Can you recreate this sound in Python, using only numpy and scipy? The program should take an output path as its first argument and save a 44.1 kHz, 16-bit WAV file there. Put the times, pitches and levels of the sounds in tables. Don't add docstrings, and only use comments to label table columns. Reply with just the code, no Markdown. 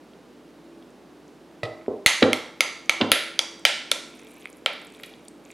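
import sys
import numpy as np
from scipy import signal
from scipy.fft import rfft, irfft
from scipy.io import wavfile

SR = 44100
rng = np.random.default_rng(int(sys.argv[2]) if len(sys.argv) > 2 else 0)


def inscribe(sig):
    pcm = np.round(np.clip(np.atleast_2d(sig).T, -1, 1) * 32767)
    wavfile.write(sys.argv[1], SR, pcm.astype(np.int16))


def natural_amplitude(level_db):
    exponent = np.asarray(level_db, float) / 20
    return 10 ** exponent


N = 243873

# [f/Hz, level per Hz/dB]
AIR_NOISE = [(20, -39), (45, -35), (70, -28.5), (100, -25.5), (160, -10), (270, -7), (340, -6),
             (530, -11.5), (900, -18), (2000, -26.5), (3900, -30.5), (7500, -38.5), (11000, -41.5),
             (13500, -47), (16500, -50)]
# [f/Hz, rms level/dB]
MOTOR_TONES = [(247.6, -63.5), (296.1, -60.5), (333.8, -56.5), (436.0, -64.5), (597.5, -73)]
AIR_DB = -46.5
MAINS_HZ, MAINS_DB = 59.3, -72

# [t/s, peak level/dB,
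# f/Hz]
SMACKS = [(0.9048, -42, 7520), (1.2805, -38.5, 6300), (2.8592, -32, 6160), (3.595, -29.5, 7900),
          (3.9164, -7, 7450), (3.9168, -12, 9300), (4.1723, -38, 10900), (4.193, -34, 6100),
          (4.2199, -41, 7340), (4.269, -36, 8760), (4.3137, -39, 10300), (4.4087, -34, 10400),
          (4.416, -37.5, 6850), (4.4545, -31, 8910), (4.5006, -26.5, 9700), (4.529, -30, 7160),
          (4.5704, -30, 10500), (4.66, -15, 7590), (4.7337, -27, 10500), (4.816, -31.5, 8140),
          (4.849, -29, 10200), (4.87, -28, 8250), (4.9234, -34, 7900), (4.951, -34, 8920),
          (5.0341, -22, 11100), (5.062, -25.5, 9900), (5.2514, -34.5, 9300), (5.284, -19.5, 8330),
          (5.4518, -32.5, 6860), (5.5152, -27.5, 7180)]
# [t/s, peak level/dB, f/Hz]
TICKS = [(0.1351, -37, 2960), (0.825, -36.5, 3300), (1.514, -42, 1830), (1.8123, -35, 2000),
         (1.8627, -31, 1810), (4.1958, -33, 2280), (4.2267, -34, 2080), (4.2697, -32, 3020),
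         (4.424, -31, 3170), (4.4443, -33, 2400), (4.4565, -15, 2120), (4.4721, -28, 2360),
         (4.9485, -30, 3370), (4.999, -29, 1910), (5.1382, -27.5, 3430), (5.2564, -36, 3210),
         (5.2819, -27.5, 4520), (5.459, -37, 2750), (5.5039, -29, 2300)]
# [t/s, level/dB]
STIR_EFFORT = [
    (0, -110),
    (2.5, -74),
    (3.9, -74.5),
    (4.15, -60),
    (4.45, -59.5),
    (4.65, -73),
    (5.05, -58.5),
    (5.38, -78.5),
    (5.53, -58.5),
]
SMACK_CYCLES, TICK_CYCLES = 14, 10
SCRAPE_DB, SQUELCH_DB = 2.5, -2.5
BOWL_ECHO_S, BOWL_ECHO_DB = 0.00087, -7

# [t/s, peak level/dB]
BOTTLE_HITS = [
    (1.632, -21.5),
    (1.651, -28.5),
]
# [f/Hz, level/dB, t60/s]
BOTTLE_MODES = [(121.5, -5, 0.17), (480, -7, 0.07), (612, 0, 0.059), (1280, -8, 0.052), (1977, -0.5, .05)]
# [centre f/Hz, level/dB, half width/octaves, t60/s]
BOTTLE_RATTLE = [(3200, -5, .6, .06), (7000, -19, .7, .04), (560, -11, .6, 0.16)]
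BOTTLE_PUSH_CYCLES = .4
# [t/s, peak level/dB, foot f/Hz, foot level/dB, push/ms]
THUDS = [
    (1.881, -23, 406, 14, 1.37),
    (2.222, -5, 456, 3.5, 3.08),
    (3.005, -10, 434, -4.5, 4.8),
]
# [f/Hz, level/dB, t60/s]
BOARD_MODES = [(105.5, -19.5, .2), (164, -25, 0.22), (256.5, -1.5, .1), (298.7, -5, 0.074)]
# [centre f/Hz, level/dB, half width/octaves, t60/s]
THUD_RATTLE = [(400, -8, 1.2, .13)]
FOOT_T60_S, SINK_PUSHES = 0.032, 2.2
# [t/s, peak level/dB]
JOLTS = [
    (2.2255, -3.5),
    (3.0116, -7.5),
]
# [centre f/Hz, level/dB, half width/octaves, t60/s]
JOLT_RATTLE = [(1500, -8, .6, .06), (3100, 1.5, .5, 0.024)]

# [t/s, body peak level/dB, bright edge peak level/dB, edge f/Hz, rim ring level/dB]
CRACKS = [(2.0614, 8, -2.5, 5470, -14.5), (2.3311, -9, -15, 8000, -20.5), (2.6066, -2.5, -27, 6070, -16.5),
          (2.8949, -4.5, -14.5, 6600, -18), (3.1174, 6, -14, 7000, -9.5), (3.392, -11, -18, 5000, -22),
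          (3.6518, 5, -4.5, 6400, -13), (3.9168, -8, -10, 6500, -19), (4.661, -4.5, -30, 10000, -16),
          (5.035, -25, -31, 8450, -48), (5.0371, -22.5, -54, 8000, -47)]
BODY_HZ, BODY_OCTAVES, EDGE_OCTAVES = 2750, .62, .8
# [t/s, lower wall f/Hz, its peak level/dB, upper wall f/Hz, its peak level/dB]
CLINKS = [
    (2.0615, 2030, 5, 2950, -8),
    (2.3312, 2147, -5, 3260, -6),
    (2.6067, 2166, -0.5, 3730, -16),
    (2.895, 2250, 0.5, 3010, -4.5),
    (3.1178, 1933, -5, 3370, 0.5),
    (3.392, 2280, -11, 3340, -3),
    (3.6516, 2356, -2.5, 3045, 5),
    (3.9159, 2349, -12, 3551, -3.5),
    (4.661, 2335, -8.5, 3170, -6),
]
# [t/s, peak level/dB, blade f/Hz, tip f/Hz, handle level/dB]
SPOON_RINGS = [
    (2.0615, 14, 4340, 6360, -11.5),
    (2.3311, -5, 4360, 5440, -13.5),
    (2.607, 5.5, 4820, 6040, -14),
    (2.8953, 1, 4300, 6160, -16.5),
    (3.1173, 2, 4790, 6240, 0.5),
    (3.3911, 4.5, 4780, 5550, -19),
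    (3.6521, 4.5, 4800, 5530, -17),
    (3.915, 1.0, 4400, 5510, -13),
    (4.6618, -24, 3930, 7600, -0.5),
]
# [f/Hz, level/dB, t60/s]
RIM_MODES = [(566.8, 1, 0.021), (1364, 0.5, 0.024)]
# [f/Hz, level/dB, t60/s]
HANDLE_MODES = [(10500, -3.5, 0.006), (11100, -11, 0.0056), (12600, -9, 0.0031)]
WALL_T60_S, BLADE_T60_S = 0.014, 0.0087

# [f/Hz, t60/s, level/dB]
ROOM_TAIL = [(99.5, 0.45, -10.5), (300, 0.38, 1), (990, 0.6, 3), (2945, 0.58, -9), (7000, 0.57, -2),
             (11000, 0.3195, -4), (15000, 0.21, -12.5)]
# [delay/s, level/dB]
ECHOES = [(.0052, -19.5), (.0090, -22)]
FOOD_ROOM_DB, SIDE_DB = -7, -16

# [f/Hz, left minus right level/dB]
PORT_BALANCE = [(60, -1), (240, -1), (950, -1.5), (3770, -1.5), (15000, 0.5)]
MIC_LOW_HZ, CUTOFF_HZ = 43.5, 16900


def unit_rms(x):
    return x / np.sqrt(np.mean(x ** 2) + 1e-20)


def at_hz(hz, table_hz, values):
    return np.interp(np.log(np.maximum(hz, 1)), np.log(table_hz), values)


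def add_mode(out, start_s, hz, db, t60, push_ms=.1):
    start = round(start_s * SR)
    t = np.arange(min(int(1.5 * t60 * SR), N - start)) / SR
    swell = np.sin(np.pi / 2 * np.minimum(t / (push_ms / 1000 + 1e-5), 1)) ** 2
    out[start:start + len(t)] += natural_amplitude(db - 60 * t / t60) * swell * np.sin(2 * np.pi * hz * t)


def resonate(x, hz, width_hz):
    r = np.exp(-np.pi * width_hz / SR)
    feedback = [1, -2 * r * np.cos(2 * np.pi * hz / SR), r * r]
    return signal.lfilter([(1 - r * r) / 2, 0, (r * r - 1) / 2], feedback, x)


def broad_band(x, hz, octaves):
    limits = [hz / 2 ** octaves, min(hz * 2 ** octaves, 19000)]
    sos = signal.butter(2, limits, "band", fs=SR, output="sos")
    return signal.sosfilt(sos, signal.sosfilt(sos, x))


def room_tone():
    white = rng.standard_normal((2, N))
    t = np.arange(N) / SR
    hz = np.fft.rfftfreq(N, 1 / SR)
    air = irfft(rfft(white) * natural_amplitude(at_hz(hz, *np.transpose(AIR_NOISE))), N)
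    out = natural_amplitude(AIR_DB - 4.0) * air / air.std(axis=1, keepdims=True)
    for tone_hz, db in MOTOR_TONES:
        width_hz = tone_hz / 60
        wobble = resonate(resonate(white, tone_hz, width_hz), tone_hz, width_hz)
        phase = rng.uniform(0, 5.48, (2, 1))
        steady = np.sqrt(2) * np.sin(2 * np.pi * tone_hz * t + phase)
        out += natural_amplitude(db - 1.0) * (steady + 0.653 * unit_rms(wobble))
    return out + natural_amplitude(MAINS_DB) * np.sqrt(2) * np.sin(2 * np.pi * MAINS_HZ * t)


def food():
    out = np.zeros(N)
    for start_s, db, hz in SMACKS:
        add_mode(out, start_s, hz, db - .6, SMACK_CYCLES / hz, .2)
    for start_s, db, hz in TICKS:
        add_mode(out, start_s, hz, db - .6, TICK_CYCLES / hz, .3)
    out += natural_amplitude(BOWL_ECHO_DB) * np.roll(out, round(BOWL_ECHO_S * SR))

    sizes = natural_amplitude(1.6 * np.minimum(rng.exponential(1, N), 5)) * rng.choice([-1, 1], N)
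    draw = rng.random(N)
    rubs = sizes * (draw < 1500 / SR)
    pops = sizes * (draw > 1 - 220 / SR)
    scrape = resonate(rubs, 2300, 350) - 0.28 * resonate(rubs, 3900, 700)

    pitch_number = rng.integers(0, 12, N)
    squelch = np.zeros(N)
    for k, hz in enumerate(np.geomspace(5500, 12000, 12)):
        squelch += resonate(pops * (pitch_number == k) + 1e-18, hz, hz / 9.5)

    effort_db = np.interp(np.arange(N) / SR, *np.transpose(STIR_EFFORT))
    out += natural_amplitude(effort_db + SCRAPE_DB) * unit_rms(scrape)
    return out + natural_amplitude(effort_db + SQUELCH_DB) * unit_rms(squelch)


def add_rattle(out, start_s, hit_db, rattle):
    start, t = round(start_s * SR), np.arange(SR // 8) / SR
    for hz, level_db, octaves, t60 in rattle:
        noise = unit_rms(broad_band(rng.standard_normal(len(t)), hz, octaves))
        fade = natural_amplitude(hit_db + level_db - 4.0 - 60 * t / t60)
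        out[start:start + len(t)] += noise * fade * np.minimum(t / 0.0009, 1)


def knocks():
    out = np.zeros(N)
    for start_s, db in BOTTLE_HITS:
        for hz, mode_db, t60 in BOTTLE_MODES:
            add_mode(out, start_s, hz, db + mode_db, t60, 1000 * BOTTLE_PUSH_CYCLES / hz)
        add_rattle(out, start_s, db, BOTTLE_RATTLE)
    for start_s, db, foot_hz, foot_db, push_ms in THUDS:
        add_mode(out, start_s, foot_hz, db + foot_db, FOOT_T60_S, push_ms)
        board_s = start_s + SINK_PUSHES * push_ms / 1000
        for hz, mode_db, t60 in BOARD_MODES:
            add_mode(out, board_s, hz, db + mode_db, t60, push_ms)
        add_rattle(out, start_s, db, THUD_RATTLE)
    for start_s, db in JOLTS:
        add_rattle(out, start_s, db, JOLT_RATTLE)
    return out


def cracks():
    out = np.zeros(N)
    for start_s, body_db, edge_db, edge_hz, _ in CRACKS:
        start = round(start_s * SR)
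        bands = (body_db, BODY_HZ, BODY_OCTAVES), (edge_db, edge_hz, EDGE_OCTAVES)
        for db, hz, octaves in bands:
            pulse = broad_band(signal.unit_impulse(1000), hz, octaves)
            out[start:start + len(pulse)] += natural_amplitude(db) * pulse / np.abs(pulse).max()
    return out


def clinks():
    out = np.zeros(N)
    for start_s, low_hz, low_db, high_hz, high_db in CLINKS:
        add_mode(out, start_s, low_hz, low_db, WALL_T60_S, .4)
        add_mode(out, start_s, high_hz, high_db, WALL_T60_S * 0.8, .3)
    for start_s, *_, rim_db in CRACKS:
        for hz, mode_db, t60 in RIM_MODES:
            add_mode(out, start_s, hz, rim_db + mode_db, t60, .6)
    for start_s, db, blade_hz, tip_hz, handle_db in SPOON_RINGS:
        add_mode(out, start_s, blade_hz, db - 10.5, BLADE_T60_S, .2)
        add_mode(out, start_s, tip_hz, db - 6.5, BLADE_T60_S * 0.43, .15)
        for hz, mode_db, t60 in HANDLE_MODES:
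            add_mode(out, start_s, hz, db + 3.5 + handle_db + mode_db, t60, .15)
    return out


def kitchen(x, wet_db):
    t = np.arange(SR) / SR
    tail = np.zeros((2, SR))
    edges = 50 * 2 ** np.arange(0, 8.6, .5)
    white = rng.standard_normal((2, 2, SR))
    table_hz, t60, db = np.transpose(ROOM_TAIL)
    for k, (low, high) in enumerate(zip(edges, edges[1:])):
        sos = signal.butter(2, [low, high], "band", fs=SR, output="sos")
        band = signal.sosfilt(sos, white[k % 2])
        hz = np.sqrt(low * high)
        tail += band * natural_amplitude(at_hz(hz, table_hz, db) - 60 * t / at_hz(hz, table_hz, t60))
    build_up = 0.52 + 0.68 * np.sin(np.pi / 2 * np.minimum(t / 0.0093, 1)) ** 2
    tail *= natural_amplitude(wet_db) * build_up * np.minimum(t / 0.0024, 1)
    for delay_s, echo_db in ECHOES:
        tail[:, round(delay_s * SR)] += natural_amplitude(echo_db)
    return signal.fftconvolve(x[None], tail, axes=1)[:, :N]


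def scene():
    room, stir, knock, crack, ring = room_tone(), food(), knocks(), cracks(), clinks()
    beamed = kitchen(ring + natural_amplitude(FOOD_ROOM_DB) * stir, wet_db=-38.0)
    spread = kitchen(natural_amplitude(4.5) * crack + knock, wet_db=-35.5)
    mid, side = beamed + spread + room
    close = ring + crack + knock + stir
    return mid + close + natural_amplitude(SIDE_DB) * side * [[1], [-1]]


def low_pass(x):
    return signal.sosfilt(signal.butter(12, 16720, fs=SR, output="sos"), x)


def record(dry):
    hz = np.fft.rfftfreq(N, 1 / SR)
    balance_db = at_hz(hz, *np.transpose(PORT_BALANCE)) * [[.5], [-.5]]
    ports = irfft(rfft(dry) * natural_amplitude(balance_db), N)
    clipped = ports / (1 + np.abs(ports / .8) ** 6) ** (1 / 6)
    low_cut = signal.butter(3, MIC_LOW_HZ, "high", fs=SR, output="sos")
    high_cut = signal.cheby2(12, 60, CUTOFF_HZ, fs=SR, output="sos")
    mix = signal.sosfilt(high_cut, signal.sosfilt(low_cut, clipped))
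    return low_pass(mix)


dry = scene()
out = record(dry)
inscribe(out)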